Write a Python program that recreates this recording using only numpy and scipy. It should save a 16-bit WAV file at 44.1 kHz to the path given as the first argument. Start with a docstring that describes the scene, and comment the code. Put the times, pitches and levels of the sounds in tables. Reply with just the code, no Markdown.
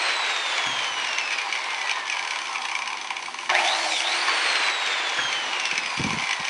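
"""A biscuit joiner in a workshop: its motor whine sinks as it coasts, gears rattle and boards knock.
The switch snaps, the motor runs up, bogs as the blade plunges into wood, recovers and is cut off.
It coasts again; boards knock on the bench and dull low bumps follow, over a rumble that never stops.
Sine waves make the whine, hum and blade teeth; shaped noise makes air, buzz, growl, bumps and rumble.
Short noise bursts ring the gear case; fading sines make the switch and boards; hits echo in the room."""
import sys
import numpy as np
from scipy import signal
from scipy.fft import rfft, irfft, next_fast_len
from scipy.io import wavfile
from scipy.ndimage import map_coordinates

SR = 44100
rng = np.random.default_rng(int(sys.argv[2]) if len(sys.argv) > 2 else 0)


def inscribe(sig):
    """Save sig as 16-bit PCM at rate SR to the path in sys.argv[1].

    A 1-D sig is mono; a 2-D sig holds one channel per row.
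    Samples are clipped to [-1, 1] before scaling.
    """
    pcm = np.round(np.clip(np.atleast_2d(sig).T, -1, 1) * 32767)
    wavfile.write(sys.argv[1], SR, pcm.astype(np.int16))


N = 286385  # length in samples

# All table levels are relative: the functions add their own trims.
# Motor under power, running up, bogging, recovering: t/s, whine f/Hz, whine level/dB, octave level/dB
POWERED_WHINE = [(3.49, 560, -70, -80), (3.52, 1500, -36, -48), (3.54, 1750, -27, -38),
                 (3.552, 1860, -23, -28), (3.57, 2150, -26, -44), (3.6, 2620, -26, -50),
                 (3.63, 3200, -32, -52), (3.75, 4000, -30, -52), (3.79, 4370, -39, -52),
                 (3.86, 4310, -38, -54), (3.93, 3780, -30, -54), (3.99, 3330, -32, -48),
                 (4.02, 3250, -40, -52), (4.05, 3560, -28, -52), (4.12, 3900, -29, -46),
                 (4.2, 4500, -34, -45), (4.25, 4630, -36, -50), (4.3, 4542, -36, -47)]
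# How well the casing radiates the whine: whine f/Hz, whine level/dB, octave level/dB
RADIATED = [(560, -70, -80), (1100, -44, -64), (1400, -44, -60), (1650, -39, -56), (1900, -39, -46),
            (2060, -35, -54), (2250, -38, -45), (2400, -39, -44), (2600, -32, -44), (2950, -35, -43),
            (3280, -31, -45), (3450, -35, -50), (3750, -34, -50), (4200, -34, -44.5), (4600, -36, -47)]
# Noise under power: t/s, cooling air level/dB, buzz level/dB, vent hiss level/dB, growl level/dB
POWERED_NOISE = [(3.49, -43, -38, -52, -58), (3.5, -28, -40, -54, -25.5), (3.55, -27, -46, -40, -26),
                 (3.66, -27.5, -35, -36.5, -25.5), (3.72, -25.5, -27, -38, -29.5),
                 (3.86, -30, -36, -39, -32.5), (3.96, -34.5, -37, -38, -36), (4.0, -30.5, -39, -33, -41),
                 (4.05, -30, -38, -38, -30.5), (4.15, -25, -37, -37, -36), (4.3, -25.5, -28, -46, -46)]
# Cooling air spectrum: f/Hz, level/dB
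AIR_SPECTRUM = [(35, -94), (60, -76), (335, -13), (408, -12), (750, -5), (912, -8), (995, -5), (1750, -2),
                (2230, -1.5), (4010, -8.5), (5210, -15), (8410, -25.5), (10900, -45.5), (14200, -91),
                (22000, -120)]
# Vent hiss spectrum: f/Hz, level/dB
VENT_SPECTRUM = [(2650, -47), (4500, 4.5), (5220, -3.5), (6080, 1.5), (6870, -8.5), (9660, -6.5),
                 (10900, -19), (14200, -62), (22000, -120)]
# Housing resonances: f/Hz, width/Hz, level/dB
HOUSING = [(792, 48.5, 0.5), (922, 98, 1), (1047, 101, 2.5)]
# Growl resonances: f/Hz, width/Hz, level/dB
GROWL = [(607, 30, -4), (755, 79, 1), (917, 34, 1), (1780, 89, -9.5)]
# Low hum around the powered spell: t/s, f/Hz, level/dB
HUM = [(3.49, 361, -80), (3.5, 365.5, -39), (3.65, 346.7, -42.5), (3.71, 338, -62), (3.8, 331.4, -46),
       (3.93, 317.4, -44), (3.99, 317, -65), (4.05, 343, -46), (4.2, 346, -46), (4.42, 326, -51),
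       (4.55, 320, -86)]
# Loudness of the blade's tooth harmonics by pitch: f/Hz, level/dB
TEETH = [(630, 2), (800, -14), (2900, 0), (4400, 4), (5000, 5), (5600, 7), (6300, 3), (6900, -2), (7550, 2),
         (7900, -5), (8200, 0), (8600, -7), (9400, -5), (10700, -14)]
# Loose gear chatter: t/s, level/dB
CHATTER = [(0, -22), (1.95, -20), (2.04, -22), (2.1, -21.5), (3, -33.5), (3.49, -44), (3.6, -23),
           (4.3, -21), (5.5, -23.5), (6.49, -23.5)]
# Loud single clacks of the gears, a few with the switch snaps: t/s, level/dB, low part over that/dB
CLACKS = [(.424, -21, -17), (0.521, -13.5, -21), (0.7434, -17, 3), (.801, -16, -13), (0.821, -16, -12),
          (.8779, -18, -13), (.9208, -17, -15), (1.0464, -8.5, -24), (1.086, -10, -10), (1.183, -5, -23),
          (1.3224, -10, -28), (1.38, -13, -20), (1.4152, -12, -9), (1.4965, -20, -16), (1.5244, -13, -25),
          (1.551, -9, -10), (1.6162, -14, -18), (1.6413, -12, -6), (1.73, -16.5, 3), (1.8715, -12, -11),
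          (1.8935, -13, -28), (1.9114, -6, -12), (2.0765, -10.5, -19), (2.0982, -7, -17), (2.122, -15, -8),
          (2.145, -13.5, -1.5), (2.1674, -11, -5), (2.192, -10.5, -16), (2.2253, -12, -11),
          (2.248, -13, -8), (2.2738, -8.5, -19), (2.3067, -5.5, -26), (2.333, -11, -13),
          (2.3575, -8.5, -4.5), (2.387, -10, -11), (2.415, -12, -6), (2.454, -15, -14), (2.469, -11, -26),
          (2.4928, -14.5, -2), (2.5277, -12.5, -15), (2.5548, -15.5, 0), (2.58, -20, -3),
          (2.618, -9.5, -13), (2.6514, -8.5, -6), (2.6842, -11, -10), (2.694, -15, -11),
          (2.7137, -10, -4.5), (2.751, -8.5, -13), (2.7882, -10.5, -3.5), (2.8194, -10, -9),
          (2.8574, -14, -10), (2.8747, -8, -9), (2.9016, -13.5, -14), (2.9285, -11, -13), (2.97, -12, -28),
          (2.9822, -19, -20), (3.012, -13.5, -13), (3.044, -15.5, -1), (3.071, -14.5, -21),
          (3.104, -9.5, -4), (3.1656, -10.5, -10), (3.191, -18.5, 1), (3.2238, -13, -2),
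          (3.258, -11.5, -25), (3.2812, -26, 8.5), (3.342, -13.5, -0.5), (3.3863, -12.5, -11),
          (3.4083, -18, -6.5), (3.429, -21, -1), (3.4575, -16.5, -20), (3.492, -9, -6), (3.498, -3, -15),
          (3.549, -7, -10), (3.59, -13, -7), (3.674, -8, -16), (4.0718, -10, -15), (4.2817, -15, -24),
          (4.554, -11, -19), (4.673, -10, -6), (5.326, -7, -21), (5.5304, -10, -8), (5.597, -6.5, -21),
          (5.6527, -5, -25), (5.711, -6, -30), (5.755, -14, -23), (5.7767, -4.5, -16), (5.8318, -14, -16),
          (5.858, -9, -10), (5.901, -16, -11), (5.97, -14, -5), (5.993, -12.5, -27), (6.015, -13, -10),
          (6.0372, -7, -15), (6.0663, -13, -7), (6.104, -9.5, -5), (6.131, -13.5, -16), (6.196, -14, -5),
          (6.222, -14, -12), (6.27, -12.5, -8), (6.2903, -8.5, -16), (6.3085, -6.5, -25),
          (6.329, -7.5, -27), (6.4496, -9, -16), (6.4727, -14, -11)]
# Gearbox resonances: f/Hz, width/Hz, level/dB
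GEARBOX = [(1574, 73, -8.5), (2319, 206, 2), (2985, 190, -4.5), (3365, 206, -7), (4500, 410, -12),
           (5075, 293, -11.5), (6077, 325, -10.5), (7750, 150, -21.5), (8780, 126, -21), (9580, 68, -21)]
# Snaps of the switch: t/s, level/dB
SNAPS = [(3.494, -10), (3.495, -27), (3.505, -15), (4.283, -6.5)]
# Ringing tones of the switch: f/Hz, level/dB, time to fade by 60 dB/s
SWITCH_TONES = [(1083, 2.5, 0.04), (1256, -1, 0.027), (1650, -7, 0.018), (1776, 1.5, 0.043),
                (2160, -7, 0.01), (3530, -7, 0.011)]
# Boards put down: t/s, level/dB, clack relative to that level/dB
KNOCKS = [(0.665, -27, 14), (0.689, -40, 15), (0.91, -38, 2), (5.184, -29.5, 25.5), (5.248, -35, 25.5)]
# Ringing tones of the bench: f/Hz, level/dB, time to fade by 60 dB/s
BENCH_TONES = [(130, -14, 0.23), (138, -4, 0.17), (161, 2, 0.074), (189, 2, .08), (282, 6.5, 0.093),
               (353, -2, 0.11)]
# Ringing tones of a board: f/Hz, level/dB, time to fade by 60 dB/s
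BOARD_TONES = [(530, -12.5, 0.056), (720, -11, 0.054), (1070, -15, .04), (1391, 0.5, 0.055),
               (1580, 0, 0.067), (1686, 0, 0.061)]
# Dull low bumps: t/s, level/dB
BUMPS = [(5.725, -40), (5.779, -43), (5.809, -44), (5.849, -49), (5.969, -38), (5.995, -18.5), (6.042, -23),
         (6.06, -26), (6.088, -28), (6.109, -30), (6.129, -24.5), (6.163, -29), (6.199, -43), (6.219, -39),
         (6.394, -35)]
# Bump spectrum: f/Hz, level/dB
BUMP_SPECTRUM = [(15, -58), (40, -9), (110, -5), (189, -2), (309, -6.5), (348, -13), (554, -17), (600, -22),
                 (780, -50), (1320, -120)]
# How long the room rings: f/Hz, time to fade by 60 dB/s
ROOM_FADE = [(100, 0.85), (1000, 0.13), (10000, 0.12)]
# Workshop rumble: t/s, level/dB
RUMBLE = [(0, -70), (1, -58), (2.2, -59), (3.3, -54), (4.4, -57), (5, -64.5), (5.4, -52.5), (6.49, -58)]
# Rumble spectrum: f/Hz, level/dB
RUMBLE_SPECTRUM = [(25, -40), (60, -17), (130, -5.5), (200, -8), (255, 3.5), (290, -5), (340, 6),
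                   (450, -9.5), (900, -36), (2000, -120)]

SWITCH_ON_S = 3.49
FIRST_OFF_S, SECOND_OFF_S = -.205, 4.3  # the first cut comes before the sound begins
# Coasting: whine pitch at the cut, share of it lost per second to air, steady loss to the bearings
FREE_HZ, DRAG_PER_S, FRICTION_HZ_PER_S = 4542, .1953, 633.5
RAGGED_COASTING, RAGGED_POWERED = .12, .57  # share of smear in each tone, 0 to 1
# Coasting noise levels, before trims
AIR_DB, AIR_DB_PER_KHZ = -41.5, 4  # level extended down to zero pitch, growth with whine pitch
BUZZ_DB, BUZZ_FADES_HZ, BUZZ_DB_PER_KHZ = -32.5, 1060, 20  # fades below this whine pitch
HISS_DB = -47
CUT_S, CUT_LENGTH_S, CUT_RAMP_S, CUT_DB = 3.74, .27, .04, -46  # blade in wood; ramp is in and out
TOOTH_RATIO = 7  # whine cycles per tooth bite
CHATTER_RATE, CHATTER_RATE_POWERED = 90, 130  # average clacks per second
TOP_HZ = 11000


def motor():
    """The spinning armature whines while its airflow, casing and blade add their own sounds."""
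    hz, on = speed()
    whine_db, octave_db, air_db, buzz_db, hiss_db, growl_db = motor_levels(hz, on)
    turn = 2 * np.pi * np.cumsum(hz) / SR + .2 * wobble(150)
    air = amp(air_db + 0.4 * wobble(60) + 0.94 * wobble(15)) * coloured(AIR_SPECTRUM)
    hiss = amp(hiss_db - 1 + 1.6 * wobble(23)) * coloured(VENT_SPECTRUM)
    buzz = amp(buzz_db - 4.5 + 2.26 * wobble(40)) * unit(resonant(rng.standard_normal(N), HOUSING))
    growl = amp(growl_db + 0.82 * wobble(65)) * unit(resonant(rng.standard_normal(N), GROWL))
    return whine(turn, on, whine_db, octave_db) + hum() + air + hiss + buzz + growl + blade(hz, turn)


def speed():
    """Whine pitch, drawn over time under power and slowed by air and bearings when off; power on or not."""
    t = np.arange(N) / SR
    on = (t >= SWITCH_ON_S) & (t < SECOND_OFF_S)
    since_off = t - np.where(t < SECOND_OFF_S, FIRST_OFF_S, SECOND_OFF_S)
    friction_hz = FRICTION_HZ_PER_S / DRAG_PER_S
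    coasting = (FREE_HZ + friction_hz) * np.exp(-DRAG_PER_S * since_off) - friction_hz
    return np.where(on, curves(POWERED_WHINE)[0], coasting), on


def motor_levels(hz, on):
    """Levels in dB: coasting mostly set by speed, with wandering hiss; under power drawn over time."""
    pitch, whine_db, octave_db = np.transpose(RADIATED)
    _, powered_whine_db, powered_octave_db = curves(POWERED_WHINE)
    whine_db = np.where(on, powered_whine_db, np.interp(hz, pitch, whine_db))
    octave_db = np.where(on, powered_octave_db, np.interp(hz, pitch, octave_db))
    air_db = AIR_DB + AIR_DB_PER_KHZ * hz / 1000
    buzz_db = BUZZ_DB - BUZZ_DB_PER_KHZ * np.maximum(BUZZ_FADES_HZ - hz, 0) / 1000
    coasting = (air_db, buzz_db, HISS_DB + 2 * wobble(3), -120)  # no audible growl
    noise_db = [np.where(on, a, b) for a, b in zip(curves(POWERED_NOISE), coasting)]
    return [whine_db, octave_db] + noise_db


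def whine(turn, on, whine_db, octave_db):
    """Tones locked to the armature's turning; sparking brushes smear them more under power."""
    ragged = np.where(on, RAGGED_POWERED, RAGGED_COASTING)

    def tone(order):
        """A steady sine mixed with a randomly wavering one, which spreads it into a band."""
        steady = np.sin(order * turn)
        smeared = wobble(350) * steady + wobble(350) * np.cos(order * turn)
        return (1 - ragged) * steady + ragged * smeared

    main = amp(whine_db + 3 + 2.5 * wobble(30)) * tone(1)
    # the armature pulls unevenly once a turn (twelve whine cycles), more so under power
    main *= 1 + 1.3 * ragged * np.cos(turn / 12 + wobble(40))
    upper = tone(2) + amp(-19) * tone(3)
    return main + amp(octave_db + 3 + 2.5 * wobble(30)) * upper


def hum():
    """A low sine with a slowly changing pitch and slightly unsteady loudness."""
    hz, db = curves(HUM)
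    phase = 2 * np.pi * np.cumsum(hz) / SR + 0.5 * wobble(30)
    return amp(db + 1.6 * wobble(24.96)) * np.sin(phase)


def blade(hz, turn):
    """Each tooth bites once a pass: harmonics of the tooth rate, each wavering randomly in loudness."""
    bite = np.zeros(N)
    for k in range(1, 18):
        loudness = amp(along(TEETH, k * hz / TOOTH_RATIO) + 3 * wobble(40))
        bite += loudness * np.sin(k * turn / TOOTH_RATIO + .5 * wobble(150))
    into = np.arange(N) / SR - CUT_S
    in_wood = np.clip(np.minimum(into, CUT_LENGTH_S - into) / CUT_RAMP_S, 0, 1)
    return amp(CUT_DB) * in_wood * bite


def gears():
    """Play between the gears: loud clacks, a few with the switch snaps, over irregular chatter."""
    chatter_db, = curves(CHATTER)
    rate = np.where(speed()[1], CHATTER_RATE_POWERED, CHATTER_RATE)
    at = np.flatnonzero(rng.random(N) < rate / SR)  # each sample has a small chance of a clack
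    size = amp(chatter_db + 10.5 + 2.0 * rng.standard_normal(N))[at]
    s, db, low_db = np.transpose(CLACKS)
    chatter = bursts(at / SR, size, 0.011, 0.0018)
    clacks = bursts(s, amp(db + 6.0), 0.014, 0.0024)
    high = (chatter + clacks) * np.sign(rng.standard_normal(N))
    low = bursts(s, amp(db + low_db + 7.5), 0.025, 0.0023) * rng.standard_normal(N)
    clatter = amp(9) * resonant(high, GEARBOX) + amp(10.0) * resonant(low, HOUSING)
    # a small body radiates little bass
    return filtered(clatter, lambda hz: (1j * hz / (500 + 1j * hz)) ** 2)


def switch_and_boards():
    """A snap rings the switch; a board put down rings both the bench and itself."""
    out = np.zeros(N + SR)
    for s, db in SNAPS:
        out[round(s * SR):][:SR // 2] += amp(db - 9.5) * ring(SWITCH_TONES, 0.00039)
    for s, db, clack_db in KNOCKS:
        knock = ring(BENCH_TONES, 0.0049) + amp(clack_db + 2) * ring(BOARD_TONES, 0.0069)
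        out[round(s * SR):][:SR // 2] += amp(db - 10.5) * knock
    return out[:N]


def bumps():
    """Dull low bumps without ring, perhaps handling: low noise that swells and fades with each one."""
    s, db = np.transpose(BUMPS)
    swell = bursts(s, amp(db), 0.072, 0.0069)
    return amp(7) * swell * coloured(BUMP_SPECTRUM)


def room(x):
    """The workshop answers with a noise tail in which each frequency dies at its own speed."""
    hz, t, z = signal.stft(rng.standard_normal(SR // 2), SR, nperseg=256)
    fade = amp(-60 * t / along(ROOM_FADE, hz)[:, None])
    tail = signal.istft(z * fade, SR, nperseg=256)[1]
    delayed = np.pad(x, (300, 0))  # samples before the answer begins
    return signal.fftconvolve(delayed, tail / np.linalg.norm(tail))[:N]


def rumble():
    """Low noise of the workshop, slowly changing in level."""
    return amp(curves(RUMBLE)[0]) * coloured(RUMBLE_SPECTRUM)


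def amp(db):
    """Turn a level in dB into a gain."""
    return 10 ** (np.asarray(db) / 20)


def unit(x):
    """Scale a sound to an average strength (rms) of 1."""
    return x / np.sqrt(np.mean(x ** 2) + 1e-20)


def along(points, hz):
    """Read a value between (Hz, value) points on a log frequency axis."""
    f, v = np.transpose(points)
    return np.interp(np.log(hz + 1), np.log(f + 1), v)


def curves(rows):
    """One value per sample for each column after the time."""
    s, *cols = np.transpose(rows)
    return [np.interp(np.arange(N) / SR, s, c) for c in cols]


def wobble(rate):
    """A smooth random curve through this many random points a second."""
    points = rng.standard_normal(int(N * rate / SR) + 4)
    return map_coordinates(points, [np.arange(N) * rate / SR])


def filtered(x, response):
    """Change the strength and phase of each frequency by a given response."""
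    m = next_fast_len(N + SR // 2)
    return irfft(rfft(x, m) * response(np.fft.rfftfreq(m, 1 / SR)), m)[:N]


def resonant(x, modes):
    """A body favours sound near its resonances; their signs alternate."""
    def response(f):
        total = 0
        for k, (centre, width, db) in enumerate(modes):
            peak = 1j * f * width / (centre * centre - f * f + 1j * f * width)
            total = total + (-1) ** k * amp(db) * peak
        return total

    return filtered(x, response)


def coloured(spectrum):
    """Noise of rms 1 with a given spectrum."""
    return unit(filtered(rng.standard_normal(N), lambda hz: amp(along(spectrum, hz))))


def bursts(times, gains, t60, rise):
    """Loudness curve of short bursts: a rise, then a decay by 60 dB in t60 seconds."""
    kicks = np.bincount(np.round(times * SR).astype(int), gains, N)[:N]
    t = np.arange(SR // 8) / SR
    shape = amp(-60 * t / t60) * (1 - np.exp(-t / rise))
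    return signal.fftconvolve(kicks, shape)[:N]


def ring(modes, rise):
    """One blow makes a body's tones ring and fade, each struck a little differently."""
    t = np.arange(SR // 2) / SR
    scatter_db = 2 * rng.standard_normal(len(modes))
    total = np.zeros(len(t))
    for (hz, db, t60), more_db in zip(modes, scatter_db):
        total += amp(db + more_db - 60 * t / t60) * np.sin(2 * np.pi * hz * t)
    return total * (1 - np.exp(-t / rise))


def scene():
    """Add the machine, the hits, the room's answer to the hits, the bumps and the rumble."""
    hits = gears() + switch_and_boards()
    return (motor() + hits + bumps() + amp(-7.0) * room(hits) + rumble())[None]


def record(dry):
    """The microphone rolls off the deep bass and nothing passes from the band limit up."""
    return filtered(dry[0], lambda hz: (hz < TOP_HZ) * (1j * hz / (70 + 1j * hz)) ** 2)[None]


dry = scene()
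out = record(dry)
inscribe(out)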